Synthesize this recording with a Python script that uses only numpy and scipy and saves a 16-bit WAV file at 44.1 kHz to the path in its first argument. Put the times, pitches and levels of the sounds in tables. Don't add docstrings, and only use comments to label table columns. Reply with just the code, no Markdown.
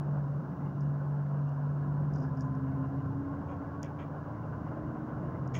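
import sys
import numpy as np
from scipy import signal
from scipy.fft import rfft, irfft
from scipy.io import wavfile

SR = 44100
rng = np.random.default_rng(int(sys.argv[2]) if len(sys.argv) > 2 else 0)


def output_pcm(signal):
    pcm = np.clip(np.atleast_2d(signal).T, -1, 1) * 32767
    wavfile.write(sys.argv[1], SR, np.round(pcm).astype(np.int16))


N = 246915

# time_s, speed_turns_per_s
CRANK_SPEED = [(0.0, 24.13), (0.3, 23.79), (0.5, 23.11), (0.9, 23.98), (1.6, 23.87), (2.0, 24.12),
               (2.5, 24.86), (3.0, 25.45), (3.5, 26.77), (4.0, 27.39), (5.0, 29.0), (5.6, 30.1)]
# centre_s, length_s, change_db
THROTTLE_LIFTS = [(.52, 0.37, -1)]
# centre_hz, width_hz, level_db
EXHAUST_RESONANCES = [(144.4, 5.5, 6)]
# cycles_per_crank_turn, level_db
CRANK_ORDERS = [(4, -49), (8, -47), (9, -61), (10, -60), (12, -57), (14, -63.5), (15, -64.5), (16, -62.5),
                (18, -59), (20, -59), (22, -54)]
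# centre_hz, width_hz, level_db
CABIN_RESONANCES = [(84.3, 8.2, -2), (112.55, 1.8, 1), (134.1, 6, 6.5), (187, 21, 0), (231.4, 2.8, -5),
                    (271.2, 20.7, 3.5), (307.9, 9.1, -3.5), (1012.5, 44, 1.5), (1089, 52, -0.5)]
# cycles_per_shaft_turn, level_db, roughness_0_to_1
DRIVE_SHAFT_ORDERS = [(4, -43.5, 0), (8, -45.5, .33)]
# teeth, level_db
WEAK_GEARS = [(35, -65), (36, -61.5), (40, -65.5), (45, -68.5)]
# cycles_per_wheel_turn, level_db
WHEEL_ORDERS = [(6, -56), (7, -58.5), (8, -55.5), (9, -47.5), (10, -50), (12, -44.5), (27, -62)]
# time_s, level_db
SURFACE_COARSENESS = [(0, -41), (1.6, -47.5), (2.8, -43), (4.1, -48.5), (4.8, -42), (5.6, -43.5)]
# pitch_hz, relative_density_db_per_hz
RUMBLE_COLOUR = [(15, -42.5), (42, -18.5), (62, 0.5), (90, 1.5), (135, 7.5), (175, 7.5), (220, 0),
                 (280, 2.5), (340, -4), (500, -15.5), (800, -58)]
ROAR_COLOUR = [(200, -7), (370, 1), (650, 3), (880, -3), (1060, 1), (1200, -5), (1500, -5), (1750, -16),
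               (2000, -26.5), (2500, -32), (2900, -30), (3400, -44.5), (4500, -65)]
HISS_COLOUR = [(2500, -6.5), (3400, -0.5), (4300, -1.5), (5000, 0), (6000, -1), (6900, -5), (7700, -11),
               (9500, -12.5), (13800, -12), (14800, -5), (15700, -2)]
# centre_hz, width_hz, relative_level_db
WINDOW_RESONANCES = [(441.5, 45, -7.5), (548, 79, -2.5), (658.5, 24, 2), (738, 54, -3), (861.3, 52, -0.5),
                     (1028, 55, -4), (1068, 11, -4), (1343, 68, -8), (1508, 58, -11), (1664, 48, -8.5)]
FRAME_RESONANCES = [(2007, 270, 4), (2800, 230, -3)]
# centre_s, length_s, level_db
FRAME_BUZZES = [(0.677, 0.19, -73.5), (2.765, 0.32, -82.5), (4.244, 0.076, -74), (4.45, 0.13, -72),
                (4.667, 0.14, -78), (5.3, 0.15, -85.5)]
# start_s, peak_db, brightness_db_per_octave
TRIM_TICKS = [(0.807, -58, -12), (.834, -65, -11), (1.492, -64, 3), (2.137, -58, -8), (2.161, -53, -20),
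              (2.204, -59, 9), (2.408, -46.5, -5), (2.421, -57, 6), (2.551, -63, -2), (3.8302, -36, 20),
              (5.476, -54, 0)]
# start_s, length_s, level_db, brightness_db_per_octave
TRIM_CREAKS = [(0.806, 0.023, -73, -14.5), (2.126, 0.074, -63, -24), (2.205, .08, -71, -31),
               (2.363, 0.038, -74, -22), (2.39, 0.052, -69.5, 4), (2.438, 0.024, -74, 32),
               (3.832, 0.035, -67, 13)]
# centre_hz, width_hz, level_db at neutral brightness
TRIM_RESONANCES = [(4720, 88, -6), (5140, 440, 4.5), (5740, 360, 6), (6230, 740, 1), (6870, 200, -1.5),
                   (8700, 790, -18.5), (12000, 2500, -27.5), (14900, 1500, -24)]
# start_s, length_s, level_db, upper_ring_relative_db
PANEL_SCUFFS = [(3.463, 0.12, -67, -16), (3.816, 0.074, -58.5, -21), (3.975, 0.089, -59, -23),
                (5.536, 0.045, -44.5, -10), (5.565, 0.034, -53, -8)]
# centre_hz, width_hz, relative_level_db
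PANEL_LOWER_RESONANCES = [(1940, 180, 5.5), (2335, 250, 4.5), (2680, 220, 0), (3160, 360, -3.5)]
PANEL_UPPER_RESONANCES = [(5630, 840, -1.5), (6500, 450, 4), (6860, 340, -5.5), (11400, 2500, -29),
                          (15400, 900, -21)]

SHAFT_TURNS_PER_CRANK_TURN, WHEEL_TURNS_PER_CRANK_TURN = 1.3338, .364
PULL_S, PULL_RISE_S = 2.16, 0.035
SHAFT_COAST_DB, TYRE_COAST_DB = -4.5, -7.5
DRONE_DB = -39
WHINE_DB = -60
BETWEEN_MODES_DB = -12.5
ENGINE_DB_PER_DOUBLING, TYRE_DB_PER_DOUBLING = 12.5, 12.5
ROAR_DB, ROAR_DB_PER_DOUBLING = -48, 6
FRAME_DB, FRAME_DB_PER_DOUBLING = -80, 11.5
BLOWER_DB, HISS_DB = -48, -79
CUTOFF_HZ = 15900


def engine(crank):
    firing_hz = 6 * crank
    sag_db = sum(db * swell(s, length_s) for s, length_s, db in THROTTLE_LIFTS)
    level = from_db(DRONE_DB + sag_db) * response(firing_hz, EXHAUST_RESONANCES)
    drone = level * tone(np.cumsum(firing_hz) / SR, rough=0.034, rate_hz=12)
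    other_orders = orders(crank, CRANK_ORDERS, rough=.3, rate_hz=8)
    return drone + with_speed(crank, ENGINE_DB_PER_DOUBLING) * other_orders


def drive_line(crank):
    shaft = SHAFT_TURNS_PER_CRANK_TURN * crank
    hum = sum(orders(shaft, [(k, db)], rough, rate_hz=17) for k, db, rough in DRIVE_SHAFT_ORDERS)
    mesh_hz = 41 * crank
    whine_level = from_db(WHINE_DB) * response(mesh_hz, CABIN_RESONANCES)
    whine = whine_level * tone(np.cumsum(mesh_hz) / SR, rough=0.94, rate_hz=16)
    weak_gears = orders(crank, WEAK_GEARS, rough=0.71, rate_hz=39)
    return load(SHAFT_COAST_DB) * hum + whine + weak_gears


def tyres(crank):
    level = load(TYRE_COAST_DB) * with_speed(crank, TYRE_DB_PER_DOUBLING)
    return level * orders(WHEEL_TURNS_PER_CRANK_TURN * crank, WHEEL_ORDERS, rough=0.12, rate_hz=14)


def road(crank, surge_db=2.5, patchy_db=1.3, window_db=-7.5, swell_db=5.5, fitful_db=5.0):
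    rumble_db = in_time(SURFACE_COARSENESS)[0] + surge_db * drift(1.5)
    rumble = from_db(rumble_db) * noise(RUMBLE_COLOUR)
    roar = from_db(patchy_db * drift(30)) * noise(ROAR_COLOUR)
    windows = from_db(window_db) * shaken_modes(WINDOW_RESONANCES, swell_db)
    tread = from_db(ROAR_DB) * with_speed(crank, ROAR_DB_PER_DOUBLING) * (roar + windows)
    frame_level = from_db(FRAME_DB) * with_speed(crank, FRAME_DB_PER_DOUBLING) + buzzing()
    return rumble + tread + frame_level * shaken_modes(FRAME_RESONANCES, fitful_db)


def buzzing():
    return sum(from_db(db) * swell(s, length_s) for s, length_s, db in FRAME_BUZZES)


def blower(hum_hz=146.8, wander_hz=.4):
    turns = np.cumsum(hum_hz + wander_hz * drift(2)) / SR
    return from_db(BLOWER_DB) * tone(turns, rough=0.25, rate_hz=2.1)


def trim():
    out = np.zeros(N)
    for s, db, tilt_db in TRIM_TICKS:
        at = round(s * SR)
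        ring = resonate(signal.unit_impulse(N - at), trim_modes(tilt_db))
        out[at:] += from_db(db) * ring / np.abs(ring).max()
    for s, length_s, db, tilt_db in TRIM_CREAKS:
        out += from_db(db) * rubbed(slips(s, length_s, per_s=450), trim_modes(tilt_db))
    return out


def trim_modes(tilt_db, knee_hz=7000):
    return [(hz, width_hz, db + tilt_db * np.log2(min(hz / knee_hz, 1)))
            for hz, width_hz, db in TRIM_RESONANCES]


def panel():
    low, high = 0, 0
    for s, length_s, db, upper_db in PANEL_SCUFFS:
        rub = from_db(db) * slips(s, length_s, per_s=2500)
        low = low + rub
        high = high + from_db(upper_db) * rub
    return rubbed(low, PANEL_LOWER_RESONANCES) + rubbed(high, PANEL_UPPER_RESONANCES)


def background_hiss():
    return from_db(HISS_DB) * noise(HISS_COLOUR)


def slips(start_s, length_s, per_s):
    age = np.clip((np.arange(N) / SR - start_s) / length_s * 3, 0, 30)
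    happens = rng.random(N) < per_s / SR
    clicks = happens * rng.uniform(.3, 1.6, N) * rng.choice([-1, 1], N)
    return clicks * np.sqrt(SR / per_s) * (age * np.exp(1 - age)) ** 2


def rubbed(clicks, modes):
    impulse_ring = resonate(signal.unit_impulse(SR // 10), modes)
    return resonate(clicks, modes) / np.linalg.norm(impulse_ring)


def orders(speed, table, rough, rate_hz):
    turns = np.cumsum(speed) / SR
    out = 0
    for k, db in table:
        level = from_db(db) * response(k * speed, CABIN_RESONANCES)
        out = out + level * tone(k * turns, rough, rate_hz)
    return out


def tone(turns, rough, rate_hz):
    angle = 2 * np.pi * (turns + rng.random())
    shaken = (1 + rough * drift(rate_hz)) * np.sin(angle) + rough * drift(rate_hz) * np.cos(angle)
    return shaken * np.sqrt(2 / (1 + 2 * rough ** 2))


def response(hz, modes):
    peaks = sum(from_db(db) / np.hypot(1, (2 * (hz - centre_hz) / width_hz) ** 2)
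                for centre_hz, width_hz, db in modes)
    return from_db(BETWEEN_MODES_DB) + peaks


def resonate(x, modes):
    out = np.zeros(len(x))
    for hz, width_hz, db in modes:
        edges_hz = [hz - width_hz / 2, hz + width_hz / 2]
        band = signal.butter(2, edges_hz, "band", fs=SR, output="sos")
        out += from_db(db) * signal.sosfilt(band, x + 1e-18)
    return out


def shaken_modes(modes, swell_db):
    return rms_one(sum(from_db(swell_db * drift(22)) * resonate(rng.standard_normal(N), [mode])
                       for mode in modes))


def with_speed(speed, db_per_doubling):
    return from_db(db_per_doubling * np.log2(speed / speed.mean()))


def load(coast_db):
    coasting = .5 - .5 * np.tanh((np.arange(N) / SR - PULL_S) / PULL_RISE_S)
    return from_db(coast_db * coasting)


def swell(s, length_s):
    return np.exp(-(2 * (np.arange(N) / SR - s) / length_s) ** 2)


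def noise(spectrum):
    hz, db = np.transpose(spectrum)
    grid_hz = np.maximum(np.arange(N // 2 + 1) * SR / N, 1)
    gain = from_db(np.interp(np.log(grid_hz), np.log(hz), db)) * (grid_hz <= hz[-1])
    return rms_one(irfft(rfft(rng.standard_normal(N)) * gain, N))


def drift(rate_hz):
    hz = np.arange(N + 1) * SR / (2 * N)
    smooth = rfft(rng.standard_normal(2 * N)) / (1 + (hz / rate_hz) ** 2) ** 2
    return rms_one(irfft(smooth)[:N])


def in_time(rows):
    s, *columns = np.transpose(rows)
    return [np.interp(np.arange(N) / SR, s, column) for column in columns]


def from_db(db):
    return 10 ** (np.asarray(db) / 20)


def rms_one(x):
    return x / np.sqrt(np.mean(x ** 2) + 1e-20)


def scene():
    crank, = in_time(CRANK_SPEED)
    driven = engine(crank) + drive_line(crank) + tyres(crank)
    return (driven + road(crank) + blower() + trim() + panel() + background_hiss())[None]


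def record(dry):
    return signal.sosfilt(signal.ellip(10, .2, 80, CUTOFF_HZ, fs=SR, output="sos"), dry)


dry = scene()
out = record(dry)
output_pcm(out)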